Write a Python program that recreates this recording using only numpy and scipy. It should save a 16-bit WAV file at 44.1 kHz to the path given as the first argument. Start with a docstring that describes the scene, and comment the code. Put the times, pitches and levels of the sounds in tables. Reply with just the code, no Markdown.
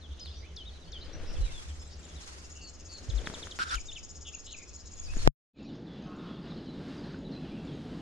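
"""Early morning at a river, heard from a body-worn camera. It opens among the reeds, with open air, far
birds and warblers that whistle and trill. Gear ticks and bumps, a jacket rustles, and a second kind of
bird joins with a high rattle. The camera housing is tapped, scuffed by its strap and finally knocked.
After a short silence the water's edge fades in, in mono: the river rushes low, ripples hiss, bubbles
ring, a crow caws once and birds call from far away."""
import sys
import numpy as np
from scipy import signal
from scipy.fft import rfft, irfft, next_fast_len
from scipy.io import wavfile
from scipy.ndimage import uniform_filter1d, map_coordinates

SR = 44100
rng = np.random.default_rng(int(sys.argv[2]) if len(sys.argv) > 2 else 0)


def master_out(mix):
    """Clip the mix to full scale and print it as 16-bit PCM to the path in sys.argv[1]."""
    frames = np.transpose(np.atleast_2d(mix))
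    ceiling = np.clip(frames, -1, 1)
    pcm = np.round(ceiling * 32767).astype(np.int16)
    wavfile.write(sys.argv[1], SR, pcm)


N = 353241
REEDS_END_S, BANK_START_S = 5.281, 5.53

# Levels in the tables are relative: the functions turn each layer up or down from there.
# tone of the open air: frequency_hz, level_db
AIR_TONE = [(20, 12.5), (110, -0.5), (170, -1), (350, -0.5), (700, -8), (1000, -14), (1300, -12),
            (2100, -18.5), (4000, -20.5), (6500, -16), (9000, -54.5), (12000, -57)]
# tone of the farthest birds, merged into a wash: frequency_hz, level_db
WASH_TONE = [(1100, -21), (1700, 0.5), (2400, 0), (3400, 5), (5000, -12), (7500, -36.5)]
# loudness of the distant birds: time_s, level_db
CHORUS_LEVELS = [(0, -58.5), (2.2, -59.5), (2.7, -67.5), (4.6, -67.5), (5.1, -63.5), (6.0, -65)]
# tone of a far, low drone: frequency_hz, level_db
DRONE_TONE = [(20, -17.5), (45, -2.5), (76, 10.5), (88, 1.5), (115, -27.5), (163, -7), (200, -36.5),
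              (600, -79.5)]
# loudness of the drone: time_s, level_db
DRONE_LEVELS = [(0, -48), (1.6, -50), (2.2, -51), (2.7, -51.5), (3.6, -51.5), (4.6, -56.5), (5.2, -45)]
# puffs of air on the microphones: peak_s, half_length_s, level_db
AIR_PUFFS = [(1.38, 0.24, -33), (3.2, .13, -43), (3.87, 0.12, -40.5), (4.4, 0.5, -53.5), (5.25, 0.16, -27)]
# tone of the puffs: frequency_hz, level_db
BREEZE_TONE = [(10, -2), (28, -1), (50, -16), (120, -19), (400, -78)]

# bird calls that plunge and settle: start_s, length_s, final_pitch_hz, sag_hz, level_db
WHIP_NOTES = [(.193, 0.049, 5040, 0, -47), (0.559, 0.072, 2924, 685, -46), (0.916, 0.069, 2944, 741, -45.5),
              (5.858, 0.14, 3422, 5, -58.5), (6.655, 0.065, 3950, 160, -58), (6.963, 0.047, 4730, 3, -57),
              (7.31, 0.071, 4000, 119, -56), (7.662, 0.0784, 3050, 452, -57.5)]
# notes that slide up or down: start_s, length_s, start_pitch_hz, end_pitch_hz, level_db
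SLIDE_NOTES = [(.005, 0.07, 4400, 2960, -55), (0.246, 0.045, 4900, 3070, -48),
               (0.283, 0.041, 3150, 3940, -56), (0.42, .06, 2000, 2850, -57.5),
               (1.126, 0.042, 5700, 5920, -52), (1.359, 0.022, 3500, 3070, -51.5),
               (1.407, 0.076, 4150, 3790, -51.5), (1.437, .09, 2895, 1950, -57.5),
               (1.526, .085, 3730, 3240, -50.5), (1.687, .035, 3750, 2980, -54.5),
               (1.79, .05, 5160, 5250, -55), (2.151, .058, 4200, 3230, -56),
               (2.219, .034, 3810, 5000, -54.5), (3.686, .028, 3820, 3380, -44.5),
               (3.755, 0.039, 3455, 2140, -46), (3.881, 0.032, 3840, 3360, -43.5),
               (3.914, 0.019, 2600, 4130, -46), (4.527, 0.03, 3420, 2255, -47.5),
               (5.049, .032, 5520, 4430, -51.5), (5.075, .07, 2490, 2780, -55.5),
               (5.185, 0.051, 4460, 4160, -50.5), (5.67, 0.0457, 4502, 3250, -60.5),
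               (6.24, 0.15, 3330, 3280, -62), (6.498, 0.032, 4170, 3400, -54.5),
               (6.56, 0.0342, 4000, 4920, -56.5), (7.033, 0.021, 4700, 3730, -58),
               (7.242, 0.046, 3900, 3960, -56), (7.437, 0.061, 3300, 2660, -60.5)]
# notes that rise and fall: start_s, length_s, top_pitch_hz, level_db
ARCH_NOTES = [(0.647, 0.058, 3830, -49), (4.332, 0.03, 2790, -48.5)]
# trilled notes: start_s, length_s, start_pitch_hz, end_pitch_hz, level_db, swings_per_s, swing_hz
TRILL_NOTES = [(1.006, 0.0335, 3730, 4100, -49.5, 180, 200), (1.245, .11, 5220, 5240, -54.5, 290, 400),
               (1.89, 0.064, 4660, 5170, -55.5, 160, 500), (2.536, 0.13, 2880, 2670, -56, 68, 130),
               (2.598, 0.11, 4610, 4270, -52.5, 200, 170), (2.876, 0.13, 4570, 4120, -50, 170, 200),
               (4.244, .06, 3310, 2950, -47.5, 192, 390), (4.453, 0.091, 3480, 3597, -50, 110, 610),
               (4.561, 0.092, 2336, 2216, -58, 54, 221)]
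# short hooked notes: start_s, length_s, end_pitch_hz, level_db
CHIP_NOTES = [(3.092, 0.027, 2950, -44.5), (3.169, 0.031, 2890, -44.5), (3.253, .027, 2830, -42),
              (3.333, 0.029, 2800, -43), (3.419, .028, 2790, -42), (3.505, 0.027, 2800, -41.5),
              (3.593, 0.03, 2870, -45.5), (3.943, 0.05, 2020, -44)]

# sharp ticks of the gear: start_s, level_db, left_over_right_db, pitch_hz
GEAR_TICKS = [(.2595, -39, 1, 2800), (3.5895, -20.5, -2, 1550), (3.755, -25, 7, 2830),
              (5.137, -31, -11, 1503), (5.276, -19.5, -1, 3123)]
# rubs of heavy cloth: peak_s, half_length_s, level_db
CLOTH_RUBS = [(1.24, 0.24, -48), (2.1, 0.24, -59), (3.27, 0.26, -48), (5.172, 0.015, -44),
              (5.21, 0.13, -58.5), (5.27, 0.021, -38)]
# tone of that cloth: frequency_hz, level_db
CLOTH_TONE = [(110, 7), (230, 7), (540, 5.5), (1000, -9), (1600, -4.5), (2500, -9), (5000, -15),
              (15000, -59)]
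# swishes of the nylon sleeve: peak_s, half_length_s, level_db
SLEEVE_SWISHES = [(1.55, 0.238, -66.5), (2.28, 0.24, -68), (3.37, 0.36, -66), (3.72, 0.064, -62),
                  (5.25, 0.19, -64)]
# tone of the sleeve: frequency_hz, level_db
NYLON_TONE = [(300, 0), (1000, 10), (3000, 6.5), (6000, 8.5), (8500, 3), (10000, -2), (12000, -18),
              (15000, -23.5)]
# dull bumps of the camera on its strap: peak_s, level_db, left_over_right_db, half_length_s, sway_hz
STRAP_BUMPS = [(1.402, -26.5, 9, 0.015, 67.8), (1.44, -23.5, -6, 0.029, 39.6),
               (3.095, -29.5, -16, 0.0075, 85), (3.161, -25, 11, 0.038, 51),
               (3.769, -27.5, 7.5, 0.014, 47.2), (5.165, -32, 21.5, 0.02, 26),
               (5.269, -20, 10, 0.02, 27.94)]

# loudness of the rattling bird's buzzes: time_s, level_db
BUZZ_LEVELS = [(1.6, -58.5), (2.2, -51), (2.4, -49.5), (2.9, -45.5), (3.3, -51.5), (3.85, -44), (4.5, -46),
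               (5.25, -47.5), (5.6, -73.5)]
# tone of a buzz: frequency_hz, level_db
BUZZ_TONE = [(4000, -52), (4900, -1), (5400, 0), (6000, -8), (6450, 4), (6800, 6), (7200, -8), (7700, -6.5),
             (9000, -65)]
# tiny whistles that close some buzzes: start_s, level_db
PIP_NOTES = [(1.574, -52.5), (1.634, -55), (1.695, -52.5), (1.754, -52.5), (1.813, -50.5), (1.873, -50),
             (1.991, -51), (2.049, -46.5), (2.224, -53), (2.521, -43), (2.637, -50.5), (2.696, -49),
             (2.933, -43.5), (3.341, -45), (3.753, -38), (3.869, -47), (3.929, -41), (4.109, -42),
             (4.286, -41.5), (4.346, -35.5), (4.463, -47), (4.524, -37.5), (4.584, -42), (4.758, -41),
             (4.934, -43), (4.995, -36.5), (5.173, -38)]
# the stronger a pip, the lower it is: level_db, pitch_hz
PIP_PITCHES = [(-49.5, 7340), (-43, 6850), (-36, 6550)]

# dull taps on the housing: start_s, click_db, click_pitch_hz, thump_db
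HOUSING_TAPS = [(3.2726, -15, 1687, -32.5), (3.2997, -27, 1200, -28), (3.3394, -24.5, 690, -37),
                (3.4707, -26.5, 1400, -44), (5.168, -38, 1400, -26)]
# strokes of the strap on the housing: start_s, length_s, level_db
STRAP_SCUFFS = [(3.588, 0.057, -28.5), (3.626, 0.16, -41.5), (3.704, 0.055, -33.5)]
# tone of the scraping strap: frequency_hz, level_db
SCRAPE_TONE = [(300, -9), (700, -32), (1150, -14.5), (1570, 2.5), (2100, -11), (3000, -7.5), (5700, -7.5),
               (6100, -22.5), (8600, -17.5), (13000, -47.5)]
# tone of the ringing housing: frequency_hz, level_db
HOUSING_TONE = [(400, -26.5), (900, -20.5), (1200, -8.5), (1340, 1), (1460, 3.5), (1640, -8),
                (1800, -28), (3000, -49)]
# rings of the knocked camera mount: pitch_hz, level_db, fade_s, right_gain (the left gets 1)
MOUNT_RINGS = [(785, 3, 0.0033, -1.11), (310, 4.5, 0.0058, 0.08), (135, -9, 0.0488, -0.3),
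               (1494, 0.5, 0.00089, -3)]

# loudness of the current: time_s, rush_db, fizz_db
FLOW_LEVELS = [(5.6, -45.5, -101), (6.2, -43, -87), (6.7, -42, -85), (6.92, -41.5, -75.5),
               (7.15, -41.5, -84), (8.0, -41, -76)]
# tone of the river's low rush: frequency_hz, level_db
RUSH_TONE = [(22, -17), (55, -6.5), (115, -8.5), (150, 1), (270, -0.5), (480, -13), (900, -25), (1500, -75),
             (4000, -100)]
# loudness of the ripples: time_s, level_db
RIPPLE_LEVELS = [(5.6, -68), (6.3, -60), (6.7, -62), (6.92, -59.5), (7.3, -62.5), (8.0, -60)]
# tone of the ripples: frequency_hz, level_db
RIPPLE_TONE = [(500, 5.5), (1600, 3.5), (2400, -3), (3800, 0.5), (5000, -5), (6000, -15.5), (11000, -42.5)]
# tone of the water's fine fizz: frequency_hz, level_db
FIZZ_TONE = [(3000, 8.5), (6500, 1.5), (8500, -3.5), (10500, -11), (13000, -18.5), (15000, -25)]
# single clear drips: start_s, pitch_hz, level_db
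WATER_DRIPS = [(6.521, 1150, -44.5), (7.144, 1450, -40)]
# tone of the crow's throat: frequency_hz, level_db
THROAT_TONE = [(600, -34), (1080, -7.5), (1500, -11.5), (2200, -61), (4000, -59)]


def amp(db):
    """Turn decibels into a number to multiply a sound by."""
    return 10 ** (np.asarray(db) / 20)


def unit(x):
    """Scale a signal to an average strength (rms) of 1."""
    return x / np.sqrt(np.mean(x ** 2) + 1e-20)


def clock(length_s):
    """The time of each sample in a short sound."""
    return np.arange(max(int(length_s * SR), 8)) / SR


def fade(t, fade_s):
    """A gain that dies away by 60 dB every fade_s."""
    return amp(-60 * t / fade_s)


def curves(rows):
    """Join a table's rows with lines: one curve for each column after the time."""
    times, *columns = np.transpose(rows)
    return [np.interp(np.arange(N) / SR, times, column) for column in columns]


def wobble(rate):
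    """A smooth random curve through rate points a second."""
    return map_coordinates(rng.standard_normal(int(N * rate / SR) + 4), [np.arange(N) * rate / SR])


def jitter(t, samples):
    """A quick random quiver as long as t; more samples make it smoother."""
    return unit(uniform_filter1d(rng.standard_normal(len(t)), size=samples))


def swells(rows, rest_db=-120):
    """A gain that rises and falls once for each row."""
    t = np.arange(N) / SR
    roundness = 1.54  # 1 is pointed, 2 is round
    gains = [amp(db) * np.exp(-np.abs((t - peak) / half) ** roundness) for peak, half, db in rows]
    return np.sqrt(np.sum(np.square(gains), axis=0) + amp(rest_db) ** 2)


def pulses(rate):
    """One click per cycle of a changing rate."""
    return np.diff(np.floor(np.cumsum(rate) / SR), prepend=0)


def bursts(rate, uneven, decay_s):
    """Quickly dying pushes, about rate of them a second."""
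    pushes = pulses(rate * np.exp(uneven * wobble(90)))
    return unit(signal.lfilter([1], [1, -np.exp(-1 / (decay_s * SR))], pushes))


def filtered(x, response):
    """Multiply each frequency in x by response(hz)."""
    size = next_fast_len(N + SR // 2)
    return irfft(rfft(x, size) * response(np.fft.rfftfreq(size, 1 / SR)), size)[..., :N]


def coloured(x, tone):
    """Shape x with a tone table, at strength 1."""
    points_hz, db = np.transpose(tone)
    return unit(filtered(x, lambda hz: amp(np.interp(np.log(hz + 1), np.log(points_hz), db))))


def noise(tone, alike):
    """Stereo noise whose sides are the same (alike=1), unrelated (0) or opposite (-1)."""
    turn = np.arccos(np.clip(alike, -1, 1)) / 2
    mid, side = rng.standard_normal((2, N)) * [[np.cos(turn)], [np.sin(turn)]]
    return coloured(np.array([mid + side, mid - side]), tone)


def pan(db):
    """Left and right gains, with the left louder by db."""
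    return amp([[db / 2], [-db / 2]])


def add(track, start_s, sound):
    """Mix a sound into a track."""
    part = track[..., max(round(start_s * SR), 0):][..., :sound.shape[-1]]
    part += sound[..., :part.shape[-1]]


def outdoors(x, echo_db, fade_s):
    """Stems and trees scatter a short echo, different at each ear."""
    t = clock(.6)
    tail = rng.standard_normal((2, len(t))) * fade(t, fade_s) * (1 - np.exp(-t / 0.00045))
    echo = signal.fftconvolve(np.atleast_2d(x), tail / np.linalg.norm(tail[0]), axes=1)[:, :N]
    return x + amp(echo_db) * echo


def patchy(x, depth_db):
    """Make small random patches of time and pitch louder or softer."""
    spectrum = signal.stft(x, nperseg=512)[2]
    patches = uniform_filter1d(rng.standard_normal(spectrum.shape[1:]), size=5, axis=0)
    patches = unit(uniform_filter1d(patches, size=9, axis=1))
    return unit(signal.istft(spectrum * amp(depth_db * patches), nperseg=512)[1][:, :N])


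def open_air():
    """Soft air, a wash of far birdsong, a low drone, and a breeze puffing on the microphones."""
    air = amp(-54 + 0.5 * wobble(4.8)) * noise(AIR_TONE, alike=0.58)
    wash_db = curves(CHORUS_LEVELS)[0] - 7 + 1.6 * wobble(18)
    wash = amp(wash_db) * patchy(noise(WASH_TONE, alike=0.33), depth_db=5)
    drone_db = curves(DRONE_LEVELS)[0] + 1.5 + 3 * wobble(16)
    drone = amp(drone_db) * noise(DRONE_TONE, alike=0.98)
    breeze = amp(-1.5) * swells(AIR_PUFFS, rest_db=-65.5) * noise(BREEZE_TONE, alike=.1)
    return air + wash + drone + breeze


def whistle(hz, waver, edge):
    """A bird's tone, unsteady in pitch and loudness; edge is the share spent fading in and out."""
    phase = 2 * np.pi * np.cumsum(hz * (1 + waver * jitter(hz, 90))) / SR
    flutter = amp(2 * jitter(hz, 260))
    return unit(np.sin(phase) * flutter) * signal.windows.tukey(len(hz), np.clip(edge, .05, 1))


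def note(length_s, pitches, swings_per_s=0, swing_hz=0, waver=0.0075):
    """A whistle gliding through three pitches; a trill swings it up (louder) and down (softer)."""
    t = clock(length_s)
    glide = np.exp(np.polyval(np.polyfit([0, .5, 1], np.log(pitches), 2), t / length_s))
    cycles = np.cumsum(swings_per_s * (1 + .11 * jitter(t, 300))) / SR
    swing = (1 + .11 * jitter(t, 300)) * np.sin(2 * np.pi * cycles)
    return whistle(glide + swing_hz * swing, waver, edge=0.45) * amp(2 * swing)


def far_birds(count=140):
    """Distant twitters: each phrase is one little rising, falling or curling note, sung 1 to 4 times."""
    song = np.zeros(N)
    for when, long, high, bend, ending, faint, curl, repeats in rng.random((count, 8)):
        hz, length_s = 2600 * 2.1 ** high, .018 + .04 * long
        shape = np.array([1, .85 + .25 * bend, .72 + .45 * ending])
        for k in range(1 + int(4 * repeats)):
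            pitches = hz * (1 + .05 * rng.standard_normal()) * shape
            twitter = note(length_s, pitches, swings_per_s=60, swing_hz=260 * curl ** 2, waver=.02)
            add(song, when * N / SR + k * 1.6 * length_s, amp(-8 * faint) * twitter)
    return amp(curves(CHORUS_LEVELS)[0] - 2.5) * outdoors(song, echo_db=0, fade_s=.25)


def slide(length_s, start_hz, end_hz, db):
    """A glide that hangs low in the middle; fainter ones, from deeper in the bushes, waver more."""
    middle_hz = np.sqrt(start_hz * end_hz) - 0.053 * abs(start_hz - end_hz)
    waver = min(0.014 * 2 ** ((-50.5 - db) / 7.5), .03)
    return note(length_s, [start_hz, middle_hz, end_hz], waver=waver)


def whip(length_s, final_hz, sag_hz, top_hz=7400, plunge_s=.0078):
    """A quick plunge in pitch, then a slow sag to the final note."""
    t = clock(length_s)
    plunge = (top_hz - final_hz - sag_hz) * np.exp(-(t / plunge_s) ** 1.56)
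    return whistle(final_hz + plunge + sag_hz * (1 - t / length_s), waver=0.00765, edge=0.22)


def trill(length_s, start_hz, end_hz, swings_per_s, swing_hz):
    """A rough warbled note that swells by 6 dB towards its end."""
    pitches = [start_hz, np.sqrt(start_hz * end_hz), end_hz]
    tone = note(length_s, pitches, swings_per_s, swing_hz, waver=.011)
    return tone * amp(np.linspace(-3, 3, len(tone)))


def chip(length_s, end_hz, start_hz=3150, top_hz=4670, rise_s=0.0049):
    """A flick up to the top pitch, then a fall that slows and fades."""
    t = clock(length_s)
    fall = np.clip((t - rise_s) / (length_s - rise_s), 0, 1) ** 0.53
    hz = np.interp(t, [0, rise_s], [start_hz, top_hz]) + (end_hz - top_hz) * fall
    return whistle(hz, waver=0.014, edge=0.84)


def through_leaves(sound, db, half_scattered_db=-61.5):
    """One note at its level, in stereo: the fainter it is, the more of it the leaves scatter."""
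    t = clock(.12)
    paths = rng.standard_normal((2, len(t))) * fade(t, 0.079)
    paths *= amp(half_scattered_db - db) / np.linalg.norm(paths[0])
    paths[:, 0] += 1  # the direct path
    return amp(db) * signal.fftconvolve(sound[None], paths / np.linalg.norm(paths[0]), axes=1)


def warblers():
    """Warblers in the bushes whistle whips, slides, arches, trills and a run of chips."""
    song = np.zeros((2, N))
    for start_s, length_s, final_hz, sag_hz, db in WHIP_NOTES:
        add(song, start_s, through_leaves(whip(length_s, final_hz, sag_hz), db))
    for start_s, length_s, start_hz, end_hz, db in SLIDE_NOTES:
        add(song, start_s, through_leaves(slide(length_s, start_hz, end_hz, db), db))
    for start_s, length_s, top_hz, db in ARCH_NOTES:
        add(song, start_s, through_leaves(note(length_s, [.79 * top_hz, top_hz, .79 * top_hz]), db))
    for start_s, length_s, start_hz, end_hz, db, rate, swing_hz in TRILL_NOTES:
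        add(song, start_s, through_leaves(trill(length_s, start_hz, end_hz, rate, swing_hz), db))
    for start_s, length_s, end_hz, db in CHIP_NOTES:
        add(song, start_s, through_leaves(chip(length_s, end_hz), db))
    return amp(-1) * pan(1.9) * outdoors(song, echo_db=-8, fade_s=0.44)


def ticks():
    """Gear ticks sharply: a very short ring with a crack of noise."""
    track, t = np.zeros((2, N)), clock(.08)
    for start_s, db, side_db, hz in GEAR_TICKS:
        lowpass = signal.butter(2, min(3 * hz, 12000), fs=SR)
        crack = signal.lfilter(*lowpass, rng.standard_normal(len(t)))
        tick = (np.sin(2 * np.pi * hz * t) + 0.68 * crack) * fade(t, 0.002587)
        add(track, start_s, amp(db) * pan(side_db) * tick)
    return track


def jacket():
    """The nylon sleeve swishes; heavier cloth catches and rubs close to the camera."""
    sleeve = swells(SLEEVE_SWISHES, rest_db=-83) * amp(15.5 + 2.4 * wobble(70))
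    swish = sleeve * noise(NYLON_TONE, alike=-0.43)
    catching = amp(1.8 * wobble(160))
    rub = swells(CLOTH_RUBS) * catching * noise(CLOTH_TONE, alike=0.92)
    return swish + pan(4.2) * rub


def bumps():
    """The camera bumps on its strap: a few deep sways that swell and fade."""
    track = np.zeros((2, N))
    for peak_s, db, side_db, half_s, hz in STRAP_BUMPS:
        from_peak = clock(6 * half_s) - 3 * half_s
        sway = np.cos(2 * np.pi * hz * from_peak) * np.exp(-(from_peak / half_s) ** 2)
        add(track, peak_s - 3 * half_s, amp(db) * pan(side_db) * sway)
    return track


def pip(hz, drop_hz=1300, settle_s=.002):
    """A tiny whistle that drops onto its pitch."""
    return whistle(hz + drop_hz * np.exp(-clock(.01) / settle_s), waver=.006, edge=0.86)


def rattling_bird(beat_at_s=2.022, beat_s=.05894, far_pips=13):
    """A reed bird repeats a buzz of tiny snaps 17 times a second; many buzzes close with a pip."""
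    phase = (np.arange(N) / SR - beat_at_s + 0.0023 * wobble(17)) / beat_s % 1
    gate = np.abs(np.sin(np.pi * np.minimum(phase / 0.58, 1))) ** 0.6  # open for 58% of each beat
    snaps = bursts(rate=340, uneven=.12, decay_s=0.00097) * rng.standard_normal(N)
    level_db = curves([(1.3, -85)] + list(BUZZ_LEVELS))[0] - 10 + 1.5 * wobble(17)
    song = amp(level_db) * coloured(snaps * gate, BUZZ_TONE)
    for start_s, db in PIP_NOTES:
        hz = np.interp(db, *np.transpose(PIP_PITCHES))
        add(song, start_s, amp(db - 2.5) * pip(hz))
    for when, high in rng.random((far_pips, 2)):  # the same kind of bird, heard from the bank
        start_s = BANK_START_S + when * (N / SR - BANK_START_S)
        add(song, start_s, amp(-66.5) * pip(6510 * (1 + 0.13 * (high - .5))))
    return pan(4.3) * outdoors(song, echo_db=-5.5, fade_s=.22)


def taps(thump_hz=263.8):
    """Something soft taps the housing: a short dull click over a low thump."""
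    track, t = np.zeros(N), clock(.05)
    for start_s, click_db, click_hz, thump_db in HOUSING_TAPS:
        click = amp(click_db) * fade(t, 0.0031) * np.sin(2 * np.pi * click_hz * t)
        thump = amp(thump_db) * fade(t, 0.013) * np.sin(2 * np.pi * thump_hz * t)
        add(track, start_s, (click + thump) * (1 - np.exp(-t / 0.000095)))
    return pan(5.8) * track


def scuffs():
    """The strap sticks and slips on the housing, whose ring pushes the two microphones opposite ways."""
    strokes = np.zeros(N)
    for start_s, length_s, db in STRAP_SCUFFS:
        add(strokes, start_s, amp(db) * signal.windows.tukey(len(clock(length_s)), .35))
    slips = bursts(rate=380, uneven=.35, decay_s=0.0011)
    hiss = noise([(100, 0), (15000, 0)], alike=0.51)  # all frequencies equally strong
    scrape = amp(-7.5) * coloured(slips * hiss, SCRAPE_TONE)
    housing = amp(-2.5) * noise(HOUSING_TONE, alike=-0.78)
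    return pan(-1.1) * strokes * (scrape + housing)


def knock(start_s=5.2754):
    """One hard knock rocks the camera sideways and rings its mount."""
    track, t = np.zeros((2, N)), clock(.08)
    for hz, db, fade_s, right_gain in MOUNT_RINGS:
        ring = amp(db) * fade(t, fade_s) * np.sin(2 * np.pi * hz * t) * (1 - np.exp(-t / 0.000084))
        add(track, start_s, np.outer([1, right_gain], ring))
    return track


def bubble(hz, cycles=14, rise=0.087):
    """A bubble rings briefly, rising in pitch as it nears the surface."""
    age = clock(2 * cycles / hz) * hz / cycles
    ring = np.sin(2 * np.pi * cycles * (age + rise * age * age / 2))
    return ring * np.exp(-3 * age) * (1 - np.exp(-25 * age))


def river(bubble_count=260):
    """The current rushes low; ripples hiss and bubble along the stones."""
    rush_db, fizz_db = curves(FLOW_LEVELS)
    rush = amp(rush_db + 0.62 * wobble(10)) * noise(RUSH_TONE, alike=1)[0]
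    ripple = amp(curves(RIPPLE_LEVELS)[0] + 4.5 + 1.5 * wobble(15)) * noise(RIPPLE_TONE, alike=0.93)[0]
    fizz = amp(fizz_db + 11.5) * noise(FIZZ_TONE, alike=0.99)[0]
    bubbles = np.zeros(N)
    for when, high, faint in rng.random((bubble_count, 3)):
        add(bubbles, when * N / SR, amp(-60 - 20 * faint) * bubble(500 * 6 ** high))
    for start_s, hz, db in WATER_DRIPS:
        add(bubbles, start_s, amp(db) * bubble(hz, cycles=17))
    return rush + ripple + fizz + bubbles


def crow(start_s=6.04, pitch_hz=180, rise_s=0.03, hold_s=0.17, fade_db_per_s=72):
    """A hoarse caw from across the water: uneven pulses through a narrow throat."""
    voice = coloured(pulses(pitch_hz * (1 + 0.036 * wobble(120))), THROAT_TONE)
    t = np.arange(N) / SR - start_s
    effort = np.clip(t / rise_s, 0, 1) * amp(-fade_db_per_s * np.maximum(t - rise_s - hold_s, 0))
    return outdoors(amp(-62) * effort * voice, echo_db=6.5, fade_s=0.49)[0]


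def scene():
    """The reeds stop short at the knock; then the river bank fades in, in mono."""
    t = np.arange(N) / SR
    song, rattle = warblers() + far_birds(), rattling_bird()
    lag_s = np.array([[1], [-1]]) * 1.1e-5  # birdsong reaches the right microphone first
    birds = filtered(song + rattle, lambda hz: np.exp(-2j * np.pi * hz * lag_s))
    reeds = (birds + open_air() + jacket() + scuffs()) * np.clip((REEDS_END_S - t) / 0.0034, 0, 1)
    # across the water, birdsong loses its treble
    dulled = filtered(song[1], lambda hz: 1 / np.sqrt(1 + (hz / 4900) ** 10))
    bank_birds = (dulled + rattle[1]) * (t > BANK_START_S)
    bank = river() + crow() + amp(0.5) * outdoors(bank_birds, echo_db=-7.5, fade_s=.6)[0]
    fade_in = np.clip((t - BANK_START_S) / 0.072, 0, 1) ** 2
    return reeds + ticks() + bumps() + taps() + knock() + bank * fade_in


def record(dry):
    """The camera squashes the loudest peaks and keeps nothing above 15100 Hz."""
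    clipped = dry / (1 + dry ** 8) ** (1 / 8)
    return filtered(clipped, lambda hz: hz < 15100)


dry = scene()
out = record(dry)
master_out(out)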